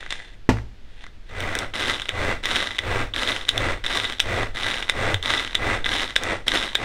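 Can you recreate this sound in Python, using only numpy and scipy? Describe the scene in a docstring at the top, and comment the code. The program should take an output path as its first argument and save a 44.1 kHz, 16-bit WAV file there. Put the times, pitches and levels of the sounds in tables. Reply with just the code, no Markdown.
"""A pull-cord food chopper is worked nine times: its blades fling apple bits against the plastic jar,
which shakes under the uneven load. The clutch clacks as a pull begins; between pulls a spring winds
the rasping cord back and the freewheel rattles in the hollow lid. Before the first pull, fingers rub
and tap the jar and set it down on a stone counter with a ringing thud.
Around it is a kitchen with a short reverb, faint air and a deep rumble."""
import sys
import numpy as np
from scipy import signal
from scipy.fft import rfft, irfft
from scipy.io import wavfile
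from scipy.ndimage import uniform_filter1d

SR = 44100
rng = np.random.default_rng(int(sys.argv[2]) if len(sys.argv) > 2 else 0)


def transcribe(signal):
    """Save signal, clipped to [-1, 1], as a 16-bit WAV file at the path in sys.argv[1]."""
    frames = np.atleast_2d(signal).T
    limited = np.clip(frames, -1, 1)
    pcm = np.round(limited * 32767).astype(np.int16)
    wavfile.write(sys.argv[1], SR, pcm)


N = 301644
TIME = np.arange(N) / SR
BINS = np.fft.rfftfreq(8192, 1 / SR)

# pulls of the cord: t/s, length/s, churn level/dB, shake level/dB, clutch level/dB, hollow ring/dB
PULLS = [(1.293, 0.34, -32.5, -29.5, -39, 5), (2.091, .23, -28, -26.5, -6.5, 4),
         (2.7884, 0.23, -28.5, -25, -5, -0.5), (3.4897, 0.23, -28, -26, -2.5, -10),
         (4.2012, 0.23, -28, -26, -0.5, -8.5), (4.8963, 0.22, -27, -27.5, -2, 0),
         (5.5512, 0.2, -26.5, -26, -4.5, -1), (6.1624, 0.17, -27.5, -33.5, -1.5, 0),
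         (6.7526, 0.21, -26, -29, -4.5, -1.5)]
# spectrum of a pawl hitting a ratchet tooth: f/Hz, level/dB
PAWL_SPECTRUM = [(60, -31), (260, -7), (700, -8.5), (1200, -4), (1750, -7), (2300, -4.5), (3100, 0),
                 (3850, -2), (4400, -20), (5500, -19), (9500, -27), (11500, -44), (16000, -41)]
# spectrum of the shaking jar: f/Hz, level/dB
SHAKE_SPECTRUM = [(30, -4), (55, -2), (70, -8), (84, 0.5), (108, 2), (125, -16), (200, -28.5), (500, -53)]


def amp(db):
    """Decibels to gain."""
    return 10 ** (np.asarray(db) / 20)


def unit(x):
    """Scales to rms 1."""
    return x / np.sqrt(np.mean(x ** 2) + 1e-20)


def curve(points, hz=BINS):
    """Joins breakpoints by straight lines on a log-frequency axis."""
    f, value = np.transpose(points)
    return np.interp(np.log(hz + 1), np.log(f + 1), value)


def add(mix, s, sound):
    """Mixes a sound in at time s."""
    part = mix[max(round(s * SR), 0):][:len(sound)]
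    part += sound[:len(part)]


def impulse(db):
    """The minimum-phase ring, of energy 1, that has this spectrum."""
    log_gain = np.log(amp(np.concatenate([db, db[-2:0:-1]])))
    spectrum = np.exp(np.conj(signal.hilbert(log_gain)))
    ring = np.fft.ifft(spectrum).real[:len(db)]
    return ring / np.linalg.norm(ring)


def through(x, ring):
    """Plays x through a ring."""
    return signal.oaconvolve(x, ring)[:N]


def noise(spectrum):
    """Steady coloured noise, rms near 1."""
    return through(rng.standard_normal(N), impulse(curve(spectrum)))


def drift(size):
    """A random wander of rms 1, smoothed over size samples."""
    return unit(uniform_filter1d(rng.standard_normal(N), size))


def grains(per_s, spread_db):
    """Random tiny impacts, a few of them large."""
    size = amp(spread_db * np.minimum(rng.exponential(1, N), 4))
    return unit(size * rng.choice([-1, 1], N) * (rng.random(N) < per_s / SR))


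def steadied(x, size=2600):
    """Evens out the flow of energy over size samples."""
    return x / np.sqrt(abs(uniform_filter1d(x ** 2, size)) + 1e-2)


def scatter(contact_s=0.00059, shell_s=0.017, shell_db=-19, size=1024):
    """A blow chatters for a millisecond, then bending waves run round the plastic shell."""
    t = TIME[:size]
    envelope = t / contact_s * np.exp(1 - t / contact_s) + amp(shell_db) * np.exp(-t / shell_s)
    spectrum = rfft(envelope * rng.standard_normal(size), 2 * size)
    return irfft(spectrum / np.sqrt(abs(spectrum)))[:size]  # partly whitened


def lid_ring(force_db, vary_db=2, bands=26, size=2048):
    """One blow on the lid, of energy 1; its colour depends on the spot that is struck."""
    # resonances of the lid and its cavity: f/Hz, width/Hz, lift/dB
    resonances = [(1620, 207, 6.5), (1994, 162, 11), (3550, 140, 4.5), (3797, 860, 5), (5630, 1900, 5.5),
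                  (7350, 58, 7.5), (8550, 280, 7), (9970, 1900, 3)]
    lift = sum(db / (1 + (2 * (BINS - hz) / width) ** 2) for hz, width, db in resonances)
    knots = np.linspace(0, np.sqrt(BINS[-1]), bands)
    spot = np.interp(np.sqrt(BINS), knots, rng.standard_normal(bands))
    ring = signal.fftconvolve(impulse(force_db + lift + vary_db * spot), scatter())[:size]
    return ring / np.linalg.norm(ring)


def shower(blows, spectrum, spots=12):
    """Spreads a train of blows over many spots of the plastic."""
    spot = rng.integers(0, spots, N)
    return unit(sum(through(blows * (spot == k), lid_ring(curve(spectrum))) for k in range(spots)))


def strike(force_db, peak_db):
    """One blow on the lid with a given peak level."""
    ring = lid_ring(force_db)
    return amp(peak_db) * ring / abs(ring).max()


def snap(peak_db, ring_db, edge_db):
    """Hard plastic snaps; some ring the cavity more, some have a sharper edge."""
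    # spectrum of a hard plastic hit: f/Hz, level/dB
    snap_spectrum = [(100, -15), (400, 0), (1000, -5), (1500, 5), (1850, 3.5), (2450, 5.5), (2850, 2.5),
                     (3150, 9.5), (3800, 6.5), (4300, -11.5), (5700, -13), (9000, -16), (11500, -26.5),
                     (15500, -27.5)]
    tint = curve([(2200, ring_db), (3000, 0), (4000, 0), (5500, edge_db)])
    return strike(curve(snap_spectrum) + tint, peak_db)


def background(air_db=-55.5, rumble_db=-38, heave_db=-34.5, heave_s=0.49):
    """A deep rumble that swells with each pull of the arm, and the still air of the room."""
    # spectrum of the rumble: f/Hz, level/dB
    rumble_spectrum = [(5, 0.5), (10, 5.5), (22, -6.5), (38, -5), (47, -14), (60, -14.5), (72, -24),
                       (95, -15), (130, -28), (250, -92)]
    # spectrum of the room air: f/Hz, level/dB
    air_spectrum = [(88, -53), (150, -9.5), (182, -5), (209, -8), (1040, -22), (1660, -17.5), (2450, -21.5),
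                    (3550, -21.5), (16000, -53)]
    swell = np.full(N, amp(rumble_db))
    heave = np.sin(np.pi * np.arange(0, heave_s, 1 / SR) / heave_s)
    hardest_db = np.max(PULLS, axis=0)[3]
    for s, _, _, shake_db, *_ in PULLS:
        add(swell, s, amp(heave_db + shake_db - hardest_db) * heave)
    return swell * unit(noise(rumble_spectrum)) + amp(air_db) * unit(noise(air_spectrum))


def kitchen(x, tail_db, build_s=0.0035):
    """The room adds a few near reflections, then a short diffuse tail."""
    # reverb time of the kitchen: f/Hz, t60/s
    decay_times = [(150, 0.44), (530, 0.37), (1400, 0.23), (3700, 0.42), (9700, 0.42), (16000, 0.53)]
    # reflections from counter, body and walls: delay/s, level/dB
    echoes = [(.0031, -49), (.0074, -22.5), (.0132, -38), (.0178, -50), (.0245, -22)]
    hz, t, bands = signal.stft(rng.standard_normal(SR // 2), SR, nperseg=256)
    decay = amp(-60 * t / curve(decay_times, hz)[:, None])
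    tail = signal.istft(bands * decay * (1 - np.exp(-t / build_s)), SR)[1]
    room = amp(tail_db) * tail / np.linalg.norm(tail)
    for s, db in echoes:
        add(room, s, amp([db]))
    return x + through(x, room)


def rubbing(ends_db=-22):
    """Fingers slide on the plastic to find their grip; each slide swells and fades."""
    # finger slides: t/s, rise/s, fade/s, level/dB
    slides = [(0, 0.0067, 0.16, -38.5), (0.091, 0.024, 0.24, -34.5), (.82, 0.21, 0.058, -47),
              (1.22, 0.091, .08, -48)]
    # spectrum of skin rubbing on plastic: f/Hz, level/dB
    skin_spectrum = [(100, -13), (600, 3.5), (1500, -2), (2800, 5), (4000, -6.5), (5000, -15),
                     (9000, -17.5), (15000, -55)]
    gain = np.zeros(N)
    for s, rise_s, fade_s, db in slides:
        t = np.arange(0, rise_s + fade_s, 1 / SR)
        add(gain, s, amp(db + np.interp(t, [0, rise_s, rise_s + fade_s], [ends_db, 0, ends_db])))
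    return gain * shower(grains(per_s=1800, spread_db=4.5), skin_spectrum, spots=4)


def tapping(trim_db=-1, tint_depth=0.62):
    """Fingers and loose parts tap the jar; some taps are dull, some sharp."""
    # light taps: t/s, level/dB, sharp edge/dB
    taps = [(0.0278, -22.5, -27), (0.0623, -20.5, -11), (0.1057, -12, 10), (0.1245, -11.5, 1),
            (0.2004, -25, -24), (0.5703, -21.5, -20.5), (0.5854, -24, -26), (1.0402, -24, -12),
            (1.0653, -28.5, -8)]
    # spectrum of the sharpest tap: f/Hz, level/dB
    tap_spectrum = [(100, -8), (600, -2.5), (1400, 2.5), (2700, -1.5), (3600, 6), (4500, -5.5), (9000, -13),
                    (15000, -40)]
    out = np.zeros(N)
    sharpest_db = np.max(taps, axis=0)[2]
    for s, db, edge_db in taps:
        tint = curve([(2100, 0), (3200, edge_db - sharpest_db)])
        add(out, s, strike(curve(tap_spectrum) + tint_depth * tint, db + trim_db))
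    return out


def landing(at_s=.4905, ring_db=-4, push_db=-4, push_s=0.00118,
            crunch_db=-13, crunch_s=0.013, slop_db=-18, slop_s=0.056):
    """The base pushes on the stone, the filled jar rings, and lid, blades and apple jolt inside it."""
    # modes of the filled jar on its base: f/Hz, level/dB, t60/s
    jar_modes = [(56.3, -15, 0.68), (110.7, -13, 0.42), (258, -8.5, 0.091), (397, -23, 0.073),
                 (452, -20, 0.12), (585, -10.5, 0.055), (746, -21, 0.12), (780, -22, 0.051),
                 (876, -14, 0.072), (1930, -18, .05)]
    # spectrum of the jolting contents: f/Hz, level/dB
    jolt_spectrum = [(40, -21), (110, 5), (240, 0), (350, -10.5), (850, -3), (1150, -11.5), (2000, -13),
                     (3500, -19.5), (7000, -28.5), (15000, -51)]
    out, t = np.zeros(N), TIME[:SR]
    ring = sum(amp(db - 60 * t / t60) * np.sin(2 * np.pi * hz * t) for hz, db, t60 in jar_modes)
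    contact = t / push_s
    push = np.sin(np.pi * contact / 1.3) * contact * np.exp(1 - contact)
    jolt = (np.exp(-t / crunch_s) + amp(slop_db) * np.exp(-t / slop_s)) * (1 - np.exp(-contact ** 2))
    crunch = jolt * unit(noise(jolt_spectrum))[:SR]
    add(out, at_s, amp(ring_db) * ring + amp(push_db) * push + amp(crunch_db) * crunch)
    return out


def rocking(at_s=5.131, db=-18.5, hz=96, rise_s=.017):
    """The jar rocks and thumps back on the counter, cushioned by the hand that holds it down."""
    out, t = np.zeros(N), TIME[:SR]
    envelope = t / rise_s * np.exp(1 - t / rise_s)
    add(out, at_s, amp(db) * envelope * np.sin(2 * np.pi * hz * t))
    return out


def clacking(trim_db=-1):
    """Cord, reel and blades snap against the plastic."""
    # single snaps: t/s, level/dB, hollow ring/dB, sharp edge/dB
    clacks = [(1.404, -14, 1, 7.5), (1.552, -8.5, 4, 12), (1.5883, -12, -5, 15), (1.7365, -21.5, 1, -8),
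              (2.0184, -13.5, -0.5, 0), (2.4558, -9, 0, 7.5), (2.558, -7, -9.5, -1), (2.763, -31, 1, 9),
              (3.1374, -12.5, -9, -13), (3.1619, -9, -2, 0), (3.275, -7.5, -4, -5), (3.5777, -6, -2, 7.5),
              (3.84, -14.5, -1.5, -2), (3.8639, -6.5, -3, 2), (3.973, -8, -2, 3), (4.0523, -11, -9, -6),
              (4.1231, -13.5, -4, 4), (4.826, -12.5, 0, -5), (5.1427, -7.5, -1, 0.5), (5.227, -11.5, -7, 2),
              (5.843, -8.5, 1, -12), (5.8631, -7, 5, 1), (6.2352, -11.5, 0, 14), (6.4813, -0.5, -8, 4)]
    out = np.zeros(N)
    for s, db, ring_db, edge_db in clacks:
        add(out, s, snap(db + trim_db, ring_db, edge_db))
    return out


def reel_gains(start_db=-6, end_db=-17, slowing=1.4, grab_s=.006, rasp_growth=1.205):
    """Gains of ratchet and rasp: the spring speeds the reel up; it slows as the handle comes home."""
    # rewinds of the cord: t/s, length/s, time to top speed/s, ratchet level/dB, rasp level/dB
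    rewinds = [(1.736, .35, .13, -26, -27), (2.428, 0.37, .13, -25.5, -28), (3.136, 0.35, .15, -28, -26),
               (3.837, 0.35, 0.14, -26.5, -28), (4.542, 0.37, .15, -27, -27.5),
               (5.228, .31, .09, -24, -26.5), (5.843, .305, 0.12, -25, -26.5),
               (6.462, .28, .1, -24.5, -25.5)]
    ratchet, rasp = np.zeros((2, N))
    for s, length, top_s, ratchet_db, rasp_db in rewinds:
        t = np.arange(0, length, 1 / SR)
        early = np.maximum(1 - t / top_s, 0)
        late = np.maximum((t - top_s) / (length - top_s), 0)
        speed = np.minimum(t / grab_s, 1) * amp(start_db * early + end_db * late ** slowing)
        add(ratchet, s, amp(ratchet_db) * speed)
        add(rasp, s, amp(rasp_db) * speed ** rasp_growth)  # swells and dies faster than the ticks
    return ratchet, rasp


def rewinding(teeth_hz=170, jitter=.35, spread_db=5, snag_db=2, shake_db=-13):
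    """Pawls skip unevenly over the ratchet at the reel's pace; the cord rasps and snags in its guide."""
    # spectrum of the sliding cord: f/Hz, level/dB
    cord_spectrum = [(60, -29), (240, 4), (800, 1), (1200, 2.5), (2000, -2), (3800, -8.5), (4500, -12),
                     (5700, -14), (9700, -21), (11000, -27), (16000, -35)]
    ratchet_gain, rasp_gain = reel_gains()
    wobble = np.exp(jitter * drift(200))
    pace = (.05 + ratchet_gain / ratchet_gain.max()) ** .45
    teeth_passed = np.floor(np.cumsum(teeth_hz * wobble * pace) / SR)
    ticks = np.diff(teeth_passed, prepend=0) * amp(spread_db * np.clip(rng.standard_normal(N), -2, 2))
    rattle = shower(steadied(unit(ticks)), PAWL_SPECTRUM)
    snags = amp(snag_db * drift(900))
    rasp = shower(snags * grains(per_s=4000, spread_db=4), cord_spectrum)
    return ratchet_gain * (rattle + amp(shake_db) * noise(SHAKE_SPECTRUM)) + rasp_gain * rasp


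def clutch(catch_db=1, edge_db=2, skim_db=-13, skim_leads_s=(0.0054, 0.0038)):
    """As a pull begins, the pawl skims two teeth before it catches the third."""
    out = np.zeros(N)
    for s, *_, db, ring_db in PULLS:
        for lead_s in skim_leads_s:
            add(out, s - lead_s * rng.uniform(0.87, 1.1), strike(curve(PAWL_SPECTRUM), db + skim_db))
        add(out, s, snap(db + catch_db, ring_db, edge_db))
    return out


def shaking(rise_s=0.14, rise_db=22, settle_db_per_s=24.5, fall_db_per_s=157):
    """The uneven load shakes the jar, most as it starts to turn, less as the apple spreads out."""
    gain, t = np.zeros(N), TIME[:SR]
    for s, length, _, db, *_ in PULLS:
        attack = rise_db * np.maximum(1 - t / rise_s, 0) ** 2
        release = fall_db_per_s * np.maximum(t - length, 0)
        add(gain, s, amp(db - attack - settle_db_per_s * t - release))
    return gain * steadied(unit(noise(SHAKE_SPECTRUM)))


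def blade_gain(spin_up_s=.15, spin_up_db=19.5, coast_db_per_s=265.5):
    """Gain of the churning: each pull spins the blades up and holds, then the apple brakes them."""
    gain, t = np.zeros(N), TIME[:SR]
    for s, length, db, *_ in PULLS:
        attack = spin_up_db * np.maximum(1 - t / spin_up_s, 0) ** 2
        release = coast_db_per_s * np.maximum(t - length, 0)
        add(gain, s, amp(db - attack - release))
    return gain


def chopping(top_sweep_hz=95, surge=0.27, trim_db=3):
    """Apple bits pelt the jar in surges as the blades sweep by."""
    # spectrum of apple hitting plastic: f/Hz, level/dB
    apple_spectrum = [(60, -33), (170, 0), (240, 3.5), (470, 6), (760, 3.5), (1300, -0.5), (1700, -3.5),
                      (2250, -1.5), (2700, -4.5), (3800, -13.5), (4500, -19), (9000, -25.5), (11500, -40.5),
                      (16000, -50)]
    gain = blade_gain()
    sweeps = np.cumsum(top_sweep_hz * (gain / gain.max()) ** .3) / SR
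    bits = grains(per_s=3500, spread_db=2) * (1 + surge * np.cos(2 * np.pi * sweeps))
    return amp(trim_db) * gain * shower(steadied(bits), apple_spectrum)


def scene():
    """The chopper in the kitchen; the snaps come from the lid, nearest the listener, and sound drier."""
    body = landing() + rubbing() + tapping() + chopping() + shaking() + rewinding() + rocking()
    mix = kitchen(body, tail_db=-12) + kitchen(clutch() + clacking(), tail_db=-16)
    return (mix + background())[None]


def record(dry):
    """Clips peaks at full scale, then cuts the top of the treble."""
    lowpass = signal.firwin(511, 15850, window=("kaiser", 9), fs=SR)
    return signal.oaconvolve(np.clip(dry, -1, 1), lowpass[None], "same")


dry = scene()
out = record(dry)
transcribe(out)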